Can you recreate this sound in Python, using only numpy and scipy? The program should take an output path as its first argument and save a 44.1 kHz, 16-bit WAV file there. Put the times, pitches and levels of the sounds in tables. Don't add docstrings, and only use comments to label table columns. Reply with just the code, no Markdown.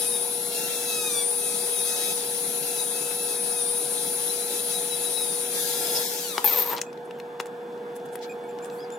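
import sys
import numpy as np
from scipy import signal
from scipy.io import wavfile
from scipy.ndimage import uniform_filter1d

SR = 44100
rng = np.random.default_rng(int(sys.argv[2]) if len(sys.argv) > 2 else 0)


def persist_wave(psi):
    counts = np.round(np.clip(psi, -1, 1) * 32767).astype(np.int16)
    wavfile.write(sys.argv[1], SR, np.atleast_2d(counts).T)


def boost(x):
    u = np.asarray(x, float) / 20
    return 10 ** u


N = 396018
T = np.arange(N) / SR

# time_s, level_db
SHOP = [(0.0, -40), (5.5, -40), (5.58, -39.5), (6.03, -36), (6.04, -41), (6.45, -41), (7.0, -41.5),
        (7.6, -40.5), (8.98, -38.5)]
# frequency_hz, density_db (per Hz)
SHOP_COLOUR = [(24, -48), (80, -52), (140, -25), (200, -12), (300, -20.5), (430, -12), (600, -26.5),
               (950, -25), (1120, -29), (1700, -24), (1850, -37.5), (3600, -43.5), (6000, -63),
               (16000, -80)]
# frequency_hz, width_hz, level_db
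SHOP_RINGS = [(858, 24, -51), (733, 60, -48)]
# frequency_hz, likeness (0 to 1)
SHOP_SAME = [(60, .6), (130, 1), (550, 0.91), (1000, 1), (1650, 0.3), (15000, 0.46)]
# frequency_hz, phase_rad
SHOP_LEAD = [(0, 6), (150, 0.25), (500, -0.13), (1000, -0.95), (22050, -19.2)]
SHOP_DB, HUM_DB, MAINS_HZ = -43, -36.5, 480.0
WHISTLE_HZ, WHISTLE_DB = 3450, -63.5

# start_s, length_s, level_db, centre_hz, width_hz
RUBS = [(3.915, 0.051, -32, 10400, 1500), (5.936, 0.066, -28, 5170, 1200), (6.777, 0.019, -45, 4000, 5000),
        (6.795, 0.041, -47, 7000, 9000), (7.043, 0.03, -58, 9500, 3000), (7.184, 0.02, -57, 13000, 3000),
        (6.321, 0.14, -38, 940, 400), (7.454, 0.021, -60, 7800, 6000), (7.947, 0.034, -48, 9300, 6000),
        (8.047, 0.026, -54, 8000, 6000), (8.109, 0.056, -52, 9000, 5000), (8.201, 0.07, -44, 3950, 4000),
        (8.215, 0.17, -61, 12500, 5000), (8.43, 0.12, -65, 11000, 6000), (8.597, 0.11, -55, 9000, 6000),
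        (8.674, 0.18, -55.5, 10900, 7000)]
# start_s, length_s, start_hz, level_db, third_harmonic_db
SQUEAKS = [(6.852, 0.06, 2440, -50, -55), (7.134, 0.053, 3070, -53, -78), (7.138, .042, 7300, -66, -90),
           (8.24, 0.035, 2300, -47, -65), (8.291, 0.043, 2440, -35, -44), (8.43, 0.041, 2230, -50, -76),
           (8.43, 0.032, 8600, -55, -90), (8.481, 0.04, 2400, -53, -51), (8.619, 0.037, 2400, -49, -44.5),
           (8.699, 0.052, 2500, -53, -52), (8.772, 0.1, 3960, -45, -92), (8.795, 0.048, 3320, -52, -92),
           (8.913, 0.056, 3490, -49, -52), (8.914, 0.051, 7040, -39.5, -90)]
ARCH, ARCH_S, SECOND_DB = 0.17, 0.088, -22

# start_s, peak_db, bench_thud_db, ring_hz, left_right_db
KNOCKS = [(6.3685, -40, -35, 3000, 1), (6.3793, -20, -35, 4370, 7), (6.381, -19, -8.5, 3000, 6),
          (6.445, -27, -22, 9000, 10), (6.4496, -26, -26, 9000, 4), (6.7515, -40, -50, 9000, 5),
          (6.7644, -31, -40, 3730, 15), (6.773, -26, -35, 4200, 5), (6.7802, -22, -39, 4370, 4),
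          (6.791, -29, -33, 2980, -2), (6.8147, -16.5, -57, 6300, 5.5), (6.834, -56, -31, 4020, 2)]
# start_s, peak_db, bench_thud_db, ring_hz, left_right_db
TICKS = [(6.929, -44.5, -40, 4500, 13), (6.975, -48, -43, 3840, 17), (7.109, -35, -33, 2300, 6),
         (7.186, -43, -50, 2000, 2), (7.1996, -29.5, -61, 2760, 6), (7.397, -33, -43, 5000, 4),
         (7.401, -22.5, -14.5, 3020, 5), (7.4085, -29, -22, 7350, 4), (7.43, -54, -55, 5500, 4),
         (7.458, -35, -31, 7610, -0.5), (7.4674, -41, -45, 7050, 7), (7.7244, -55, -54, 4030, 2),
         (7.777, -49, -40, 4340, 8), (7.918, -58, -60, 9000, 2), (7.998, -48, -50, 4000, 3),
         (8.088, -47, -55, 5000, 2), (7.9645, -40, -41, 10500, 1.0), (8.0587, -47, -37, 13300, 2),
         (8.132, -46, -37, 8930, 0), (8.1556, -27.5, -26, 10200, 6), (8.19, -45, -48, 4310, 0.0),
         (8.587, -41, -40, 3840, 11), (8.646, -36, -46, 7310, 15), (8.657, -38, -38, 8240, 3),
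         (8.6994, -38, -43, 3700, -0.5), (8.903, -43, -37, 7060, 13)]
# frequency_hz, width_hz, level_db
THUD = [(870, 200, 0), (420, 200, 1), (1300, 500, -9)]
THUD_S = .00015

# time_s, shaking_db, bench_weight_db
CHATTER = [(6.4445, -28, -25), (6.462, -19.5, -34.5), (6.512, -29, -36), (6.535, -24, -34),
           (6.55, -31, -35), (6.585, -25, -31.5), (6.63, -29, -39.5), (6.645, -40, -39), (6.7, -33, -34.5),
           (6.733, -47, -28), (6.76, -66, -38)]
# frequency_hz, width_hz, level_db
HANGER = [(13320, 240, 12), (13700, 460, -26.5), (14000, 700, -3.5), (15000, 950, -19), (9000, 770, -32)]
# frequency_hz, width_hz, level_db
WIRE = [(13700, 1300, 0), (9000, 820, -6)]
# frequency_hz, width_hz, level_db
BENCH = [(915, 130, 18.5), (1250, 300, -27), (524, 190, 11.5)]
# frequency_hz, width_hz, level_db
HOUSING = [(2200, 800, 10), (3700, 1000, 11), (6000, 3000, -12)]
# start_s, peak_db
JOLTS = [(6.4438, -9), (6.4492, -9), (6.46, -13), (6.4664, -14), (6.4765, -12), (6.4871, -20),
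         (6.5009, -16), (6.5314, -13), (6.5345, -15), (6.5513, -18), (6.561, -16), (6.5746, -17),
         (6.583, -17), (6.5874, -11), (6.5964, -15), (6.6012, -10), (6.611, -14), (6.6234, -13),
         (6.6275, -14), (6.6444, -22), (6.6622, -21), (6.6655, -22), (6.6751, -20), (6.6842, -25),
         (6.6951, -22), (6.7006, -22), (6.7106, -28), (6.7144, -22), (6.7232, -23), (6.7279, -22),
         (6.7336, -22), (6.7407, -27), (6.7507, -25)]
JOLT_S, JOLT_RISE_S = .0005, .0003
CHATTER_END_S, HOUSING_DB, HOUSING_RISE_S = 6.799, -14, 0.033

# time_s, level_db
AIR = [(0.0, -43), (0.45, -45.5), (0.57, -42.5), (1.2, -45.5), (1.8, -43.5), (2.13, -42), (2.2, -43.5),
       (3.6, -46), (4.3, -43), (5.497, -44.5), (5.564, -38.5), (5.927, -40), (5.965, -38), (6.327, -43.5),
       (6.42, -48), (6.455, -47.5), (6.73, -53.5), (6.8, -73)]
# frequency_hz, density_db (per Hz)
HISS_COLOUR = [(590, -15.5), (1000, -25.5), (1140, -26), (1490, -8), (2040, -8.5), (2660, -4.5),
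               (2950, -8.5), (3250, -1), (3560, 2), (4440, -1.5), (8050, -1.5), (9150, 0.5), (9820, -2),
               (11200, -1.5), (15100, -8.5), (16200, -22)]
# frequency_hz, likeness (0 to 1)
HISS_SAME = [(60, 1), (240, 0.52), (950, 0.96), (3770, 0.31), (15000, 0.73)]
# frequency_hz, phase_rad
HISS_LEAD = [(0, 4.6), (1550, -1.4), (2580, 1.5), (5170, 2), (5680, 0.4), (8960, 3.5), (9560, 1.77),
             (16500, 0.35)]
# frequency_hz, left_right_db
HISS_PAN = [(60, 13), (180, 38), (550, -29.5), (1650, 4.5), (4970, 5.5), (15000, 4.5)]
HISS_PER_GRIP = 0.21

# start_s, length_s, final_drag_hz (turns per s)
CUTS = [(-.47, .538, 137), (.001, .168, 210), (.536, .699, 192), (.921, .263, 107), (1.08, .026, 262),
        (1.091, .055, 64), (1.157, .068, 153), (1.388, .146, 117), (1.4, .092, 124), (1.535, .599, 109),
        (1.569, .247, 151), (1.979, .611, 28), (2.115, .027, 118), (2.29, .18, 10), (2.622, .229, 222),
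        (2.858, .27, 109), (2.899, .054, 39), (3.162, .234, 219), (3.36, .088, 22), (3.456, .208, 370),
        (3.547, .085, 22), (3.773, .199, 122), (3.897, .239, 75), (4.137, .202, 29), (4.255, .055, 75),
        (4.364, .07, 139), (4.458, .15, 157), (4.638, .149, 190), (4.692, .028, 99), (4.784, .192, 62),
        (4.874, .071, 96), (4.998, .095, 223), (5.122, .196, 300), (5.153, .03, 74), (5.457, .121, 27)]
# start_s, length_s, level_db
BITES = [(0, 0.089, -41), (0.513, 0.42, -38.5), (0.874, 0.37, -33.5), (1.373, 0.21, -42.5),
         (1.56, 0.28, -44.5), (1.842, 0.3, -36.5), (2.62, 0.24, -42.5), (2.914, 0.26, -42),
         (3.176, 0.19, -41), (3.436, 0.2, -45.5), (3.993, 0.11, -45), (4.478, 0.11, -41),
         (4.57, 0.045, -42), (4.673, .1, -42), (4.99, 0.08, -44), (5.15, 0.14, -51)]
# centre_s, spread_s, level_db
SQUEALS = [(.02, 0.024, -40), (.15, 0.014, -33.5), (.55, 0.021, -47), (.97, 0.071, -37),
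           (1.08, 0.0088, -32.5), (1.18, 0.023, -31.5), (1.8, 0.023, -42), (2.03, 0.049, -40),
           (2.8, 0.02, -37), (3.6, 0.015, -41), (3.76, 0.055, -55), (4.07, 0.033, -58), (4.305, 0.011, -38),
           (4.43, 0.0071, -35), (4.6, 0.0057, -32.5), (4.755, 0.017, -32.5), (4.935, .012, -31.5),
           (5.07, 0.016, -35), (5.18, 0.02, -33.5), (5.225, 0.016, -37), (5.29, 0.029, -45)]
# time_s, whine_db, shaft_db
FACING = [(0.0, -27.5, -60), (0.3, -29, -58), (0.5, -31, -55), (1.05, -33, -54), (1.3, -28.5, -58),
          (2.1, -31, -60), (2.2, -32, -58), (2.4, -28, -56), (3.15, -31, -58), (3.45, -30, -60),
          (3.7, -29, -60), (4.1, -30, -58), (4.3, -28, -55), (4.95, -30.5, -58), (5.3, -30.5, -60),
          (5.65, -29.5, -60), (5.75, -29, -50), (6.03, -28, -44)]
FREE_HZ, INERTIA_S, STEP_S = 1384, .169, .002
FIRST_TOUCH = .142
CURRENT_DB, CURRENT_KNEE_HZ = 6.5, 121
IDLE_THIRD_DB, IDLE_CUTTER_DB, THIRD_PER_GRIP_DB, GRIP_EDGE_S = -47, -47, -31, .03

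# time_s, shaft_hz (turns per s)
COAST = [
    (5.5, 1612),
    (5.8, 1664),
    (6.03, 1706),
    (6.12, 1718),
    (6.187, 1712),
    (6.3, 1345),
    (6.4, 1015),
    (6.6, 430),
    (6.77, 60),
]
# time_s, whine_db, third_order_db, shaft_db
COAST_DB = [
    (5.5, -59, -63, -64),
    (5.58, -38, -44, -46),
    (5.8, -33, -40, -53),
    (5.96, -32, -35.5, -51),
    (6.18, -35, -43, -62),
    (6.23, -29, -40, -58),
    (6.27, -34, -38, -47),
    (6.36, -40, -43, -50),
    (6.44, -56, -53, -59),
    (6.7, -90, -76, -74),
]
# mains_multiple, level_db
SIDE_LINES = [(-4, -10.5), (-3, -6), (-2, -4.5), (-1, -2), (0, 1), (1, -2.5), (2, -8.5), (3, -11), (4, -22)]
# frequency_hz, gain_db
CASING = [(8000, -12.5), (8700, 1.5), (9400, 2), (10300, 0), (10900, 1.5), (11600, -3.5), (12100, -2),
          (13500, 2)]
# order, level_db, left_lead_rad
CUTTER = [(1, -11, .2), (2, 1.5, 1.1), (4, -9, -.6), (5, -1.5, .4), (6, -5, 1.2), (7, 0, 1.3), (9, -2, .6),
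          (10, -6, .5), (11, -6, .5)]
BARS = 8
FOURTH_DB, RASP, SKIRT = -11, .3, .17


def evened(x):
    return x / np.sqrt(np.mean(x ** 2) + 1e-20)


def read(points, hz):
    f, value = np.transpose(points)
    return np.interp(np.log(hz + 1), np.log(f + 1), value)


def curves(rows, t):
    s, *columns = np.transpose(rows)
    return [np.interp(t, s, c) for c in columns]


def add(mix, s, sound):
    part = mix[:, round(s * SR):][:, :sound.shape[1]]
    part += sound[:, :part.shape[1]]


def pan(db):
    return boost(np.array([[db / 2], [-db / 2]]))


def drift(rate_hz, count, t=T):
    knots = rng.standard_normal((count, 1500))
    return [np.interp(t * np.clip(rate_hz, 1, 160), np.arange(1500), k) for k in knots]


def ring(x, modes):
    out = 0
    for hz, width, db in modes:
        r = np.exp(-np.pi * width / SR)
        pole = r * np.exp(2j * np.pi * hz / SR)
        out = out + 2 * boost(db) * signal.lfilter([1 - r], [1, -pole], x).real
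    return out


def noise(colour_db, same, lead, patchy_db, null_db):
    frames = N // 128 + 5
    hz = np.fft.rfftfreq(512, 1 / SR)[:, None]
    a, b, c, d, patches, slots = rng.standard_normal((frames, 257, 6)).T
    patches = evened(uniform_filter1d(uniform_filter1d(patches, 8, 0), 16, 1))
    slots = evened(uniform_filter1d(uniform_filter1d(slots, 3, 0), 24, 1))
    nulls = null_db * np.clip(slots - .8, 0, 1) / (1 + (hz / 3600) ** 3)
    like = np.clip(read(same, hz), 0, 1)
    left = a + 1j * b
    right = like * left * np.exp(-1j * read(lead, hz)) + np.sqrt(1 - like ** 2) * (c + 1j * d)
    level_db = colour_db(hz, np.arange(frames) * 128 / SR) + patchy_db * patches - nulls
    z = np.array([left, right]) * boost(level_db)
    return signal.istft(z, nperseg=512, noverlap=384)[1][:, :N]


def shop():
    level_db, = curves(SHOP, T)
    roar = evened(noise(lambda hz, t: read(SHOP_COLOUR, hz), SHOP_SAME, SHOP_LEAD, patchy_db=1.5, null_db=0.4))
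    shared, *own = rng.standard_normal((3, N))
    draught = shared + 0.33 * np.array(own)
    ducts = sum(boost(db) * evened(ring(draught, [(hz, width, 0)])) for hz, width, db in SHOP_RINGS)
    hum = np.sin(2 * np.pi * MAINS_HZ * T + np.array([[0], [.35]])) * pan(-1.1)
    hum = boost(HUM_DB + 2.0 + 0.45 * drift(4.8, count=1)[0]) * hum
    whistle = np.sin(2 * np.pi * WHISTLE_HZ * T + np.array([[0], [.8]]))
    whistle = boost(WHISTLE_DB + 2.3 * drift(12, count=1)[0]) * whistle
    return boost(level_db + 40.5) * (boost(SHOP_DB) * roar + ducts + hum + whistle)


def handling():
    out = np.zeros((2, N))
    for (s, length, db, hz, width), grit in zip(RUBS, rng.standard_normal((len(RUBS), 2, 12000))):
        band = [(hz, width, 0)]
        rub = ring(ring(grit + 0.16 * grit[0], band), band)[:, :int(length * SR)]
        add(out, s, boost(db) * evened(rub) * np.hanning(rub.shape[1]))
    for (s, length, hz, db, third_db), grit in zip(SQUEAKS, rng.standard_normal((len(SQUEAKS), 2, 6000))):
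        u = np.linspace(0, 1, int(length * SR))
        arch_hz = hz * ARCH * (length / ARCH_S) ** 4
        wobble, flutter = evened(uniform_filter1d(grit, 120))[:, :len(u)]
        pitch_hz = (hz + arch_hz * np.sin(np.pi * u)) * (1 + .014 * wobble)
        slip = 2 * np.pi * np.cumsum(pitch_hz) / SR
        harmonics_db = (db, db + SECOND_DB, third_db)
        tone = sum(boost(part - 7.5) * np.sin((k + 1) * slip) for k, part in enumerate(harmonics_db))
        add(out, s, pan(1) * tone * boost(4.4 * flutter) * signal.windows.tukey(len(u), .5))
    return out


def ticks():
    out, t = np.zeros((2, N)), np.arange(1500) / SR
    hits = KNOCKS + TICKS
    cracks = rng.standard_normal((len(hits), 1500)) * np.exp(-t / 0.0029) * np.minimum(t / 0.0013, 1)
    push = (1 - t / THUD_S) * np.exp(-t / THUD_S)
    for (s, peak_db, thud_db, ring_hz, side_db), crack in zip(hits, cracks):
        bright = ring(crack, [(ring_hz, 2500, 0), (2300, 1500, -4)])
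        bright = ring(bright, [(ring_hz, 5000, 0), (3000, 4000, -2)])
        thud = ring(push + .12 * crack, THUD)
        hit = boost(peak_db) * bright / abs(bright).max() + boost(thud_db) * thud / abs(thud).max()
        add(out, s - .0005, pan(side_db) * hit)
    return out


def chatter():
    start_s = CHATTER[0][0]
    on = (T > start_s) & (T < CHATTER_END_S)
    hanger_db, bench_db = curves(CHATTER, T)
    housing_db = hanger_db + 4.5 + HOUSING_DB - 12 * np.clip(1 - (T - start_s) / HOUSING_RISE_S, 0, 1)
    turns = np.cumsum(curves(COAST, T)[0]) / SR
    luck, size, grit = rng.random(N), rng.exponential(1, N), rng.standard_normal(N)
    taps = np.diff(np.floor(turns), prepend=0) * boost(4.6 * np.minimum(size, 2))
    taps = taps / taps[on].std() + .8 * grit
    scrape = taps + 1.2 * rng.standard_normal((2, N))
    loose = (luck < 2500 / SR) * boost(4.5 * np.minimum(size, 3)) * np.sign(grit)
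    parts = [(ring(loose, WIRE), HANGER, hanger_db, 7),
             (taps, BENCH, bench_db, 1.5),
             (scrape, HOUSING, housing_db, 4)]
    out = 0
    for drive, modes, db, side_db in parts:
        rung = ring(drive, modes)
        strength = np.sqrt(abs(uniform_filter1d(rung ** 2, size=900)) + 1e-9)
        out = out + pan(side_db) * on * boost(db) * rung / strength
    t = np.arange(900) / SR
    scuffs = rng.standard_normal((len(JOLTS), 900)) * np.exp(-t / JOLT_S) * np.minimum(t / JOLT_RISE_S, 1)
    for (s, db), clank in zip(JOLTS, ring(ring(scuffs, WIRE), HANGER)):
        add(out, s - .0003, pan(6) * boost(db + 1) * clank / abs(clank).max())
    return out


def cutting():
    t = np.arange(-.5, 7, STEP_S)
    drag, squeal, grip = 0, boost(IDLE_THIRD_DB), boost(IDLE_CUTTER_DB)
    for s, length, push in CUTS:
        u = (t - s) / length
        touching = np.clip((t - s) / .01 + .5, 0, 1) * np.clip((s + length - t) / .01 + .5, 0, 1)
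        drag = drag + push * touching * (FIRST_TOUCH + (1 - FIRST_TOUCH) * u)
    for s, length, grip_db in BITES:
        grip = grip + boost(grip_db) * np.clip(np.minimum(t - s, s + length - t) / GRIP_EDGE_S, 0, 1)
    for s, spread, db in SQUEALS:
        squeal = squeal + boost(db) * np.exp(-.5 * ((t - s) / spread) ** 2)
    keep = np.exp(-STEP_S / INERTIA_S)
    sag = signal.lfilter([1 - keep], [1, -keep], drag)
    facing_db, shaft_db = curves(FACING, t)
    whine_db = facing_db + CURRENT_DB * np.tanh(sag / CURRENT_KNEE_HZ)
    third_db = 20 * np.log10(squeal + boost(THIRD_PER_GRIP_DB) * grip)
    return np.transpose([t, FREE_HZ - sag, whine_db, third_db, 20 * np.log10(grip), shaft_db])


def hiss():
    def colour_db(hz, t):
        grip_db = curves(cutting(), t)[3] - IDLE_CUTTER_DB
        level_db = curves(AIR, t)[0] + HISS_PER_GRIP * grip_db
        bright_db = 0.1 * np.clip(level_db + 62, -6, 6) * np.log2(hz / 6500 + 0.12)
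        return read(HISS_COLOUR, hz) - read(HISS_COLOUR, 5900) + level_db + bright_db
    air = noise(colour_db, HISS_SAME, HISS_LEAD, patchy_db=1.62, null_db=24)
    left, right = air * np.clip((6.86 - T) / 0.018, 0, 1)
    hz = np.linspace(0, SR / 2, 65)
    side = signal.firwin2(129, hz, boost(-read(HISS_PAN, hz)), fs=SR)
    return boost(-8.5) * np.array([left, signal.oaconvolve(right, side, "same")])


def rotor(t, speed, whine_db, third_db, cutter_db, shaft_db, powered):
    turn = 2 * np.pi * np.cumsum(speed + 1.37 * drift(50, count=1, t=t)[0]) / SR
    chop = 0
    for (k, db), wander, flicker in zip(SIDE_LINES, drift(3.906, count=9, t=t), drift(45, count=9, t=t)):
        line_db = db + 1.7 * wander + 2.2 * flicker + read(CASING, abs(BARS * speed + k * MAINS_HZ))
        pulse = np.exp(1j * k * (2 * np.pi * MAINS_HZ * t - 0.053 * k))
        chop = chop + boost(line_db) * pulse * (powered if k else 1)
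    whine = boost(whine_db - 5.0) * chop * np.exp(1j * BARS * turn)
    beat, slip = drift(70, count=2, t=t)
    grain = evened(uniform_filter1d(rng.standard_normal(len(t)), size=90))
    whine = whine * (1 + 1j * SKIRT * grain)
    orders = np.exp(3j * turn) + boost(FOURTH_DB - 3 * beat) * np.exp(4j * turn)
    third = boost(third_db + 1.5 + 1.8 * beat) * (1 + RASP * grain) * orders * np.exp(.3j * slip)
    third = third + boost(shaft_db + 3.5 * slip) * np.exp(1j * turn)
    left = whine + third
    right = boost(-7.5) * whine * np.exp(-.9j) + boost(-8) * third
    flickers = zip(*(drift(rate, count=9, t=t) for rate in (7, 60, 90)))
    for (order, db, lead), (patch, beat, slip) in zip(CUTTER, flickers):
        flicker = boost(1.5 * patch + 3.2 * beat - .5) * np.exp(.5j * slip)
        line = boost(cutter_db + db - 10.5) * flicker * np.exp(1j * round(order) * turn)
        left = left + line
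        right = right + boost(1.5) * line * np.exp(-1j * lead)
    return np.array([left.real, right.real])


def tool():
    out = np.zeros((2, N))
    t1, t2 = T[T < 6.036], T[(T >= 5.45) & (T < 6.8)]
    add(out, 0, rotor(t1, *curves(cutting(), t1), 1) * np.clip((6.036 - t1) / .004, 0, 1))
    speed, = curves(COAST, t2)
    whine_db, third_db, shaft_db = curves(COAST_DB, t2)
    powered = .6 * np.clip((6.18 - t2) / .02, 0, 1)
    add(out, t2[0], rotor(t2, speed, whine_db, third_db, third_db + 1.5, shaft_db, powered))
    return out


def walls(x):
    t = np.arange(6000) / SR
    sparse = (rng.random((2, 6000)) < .1) * (t > .001)
    taps = rng.standard_normal((2, 6000)) * sparse * boost(-60 * t / 0.12)
    return signal.oaconvolve(x.mean(0)[None], taps / np.linalg.norm(taps[0]), axes=1)[:, :N]


def scene():
    rattle, motor, knocks = chatter() + handling(), tool(), ticks()
    room = walls(boost(-13) * motor + boost(-7) * rattle + boost(-12.0) * knocks)
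    return motor + rattle + knocks + room + hiss() + shop()


def gate(x):
    hz, _, z = signal.stft(x, SR, nperseg=1024, noverlap=768)
    power = (abs(z) ** 2).mean(0) + 1e-14
    near = uniform_filter1d(uniform_filter1d(power, size=4, axis=0), size=7, axis=1)
    wide = uniform_filter1d(uniform_filter1d(power, size=24, axis=0), size=7, axis=1)
    sunk = np.clip(10 * np.log10(abs(wide / near)) - 5, 0, 2) * (hz > 1000)[:, None]
    return signal.istft(z * boost(-6 * sunk), SR, nperseg=1024, noverlap=768)[1][:, :N]


def top_cut(x):
    return signal.sosfilt(signal.butter(12, 16970, fs=SR, output="sos"), x)


def record(dry):
    low_cut = signal.butter(N=14, Wn=137, btype="high", fs=SR, output="sos")
    lean = signal.sosfilt(low_cut, dry) + boost(-21) * dry
    edge = signal.firwin(255, 16050, window=("kaiser", 8), fs=SR)
    mix = signal.oaconvolve(gate(lean), edge[None], "same")
    return top_cut(mix)


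dry = scene()
out = record(dry)
persist_wave(out)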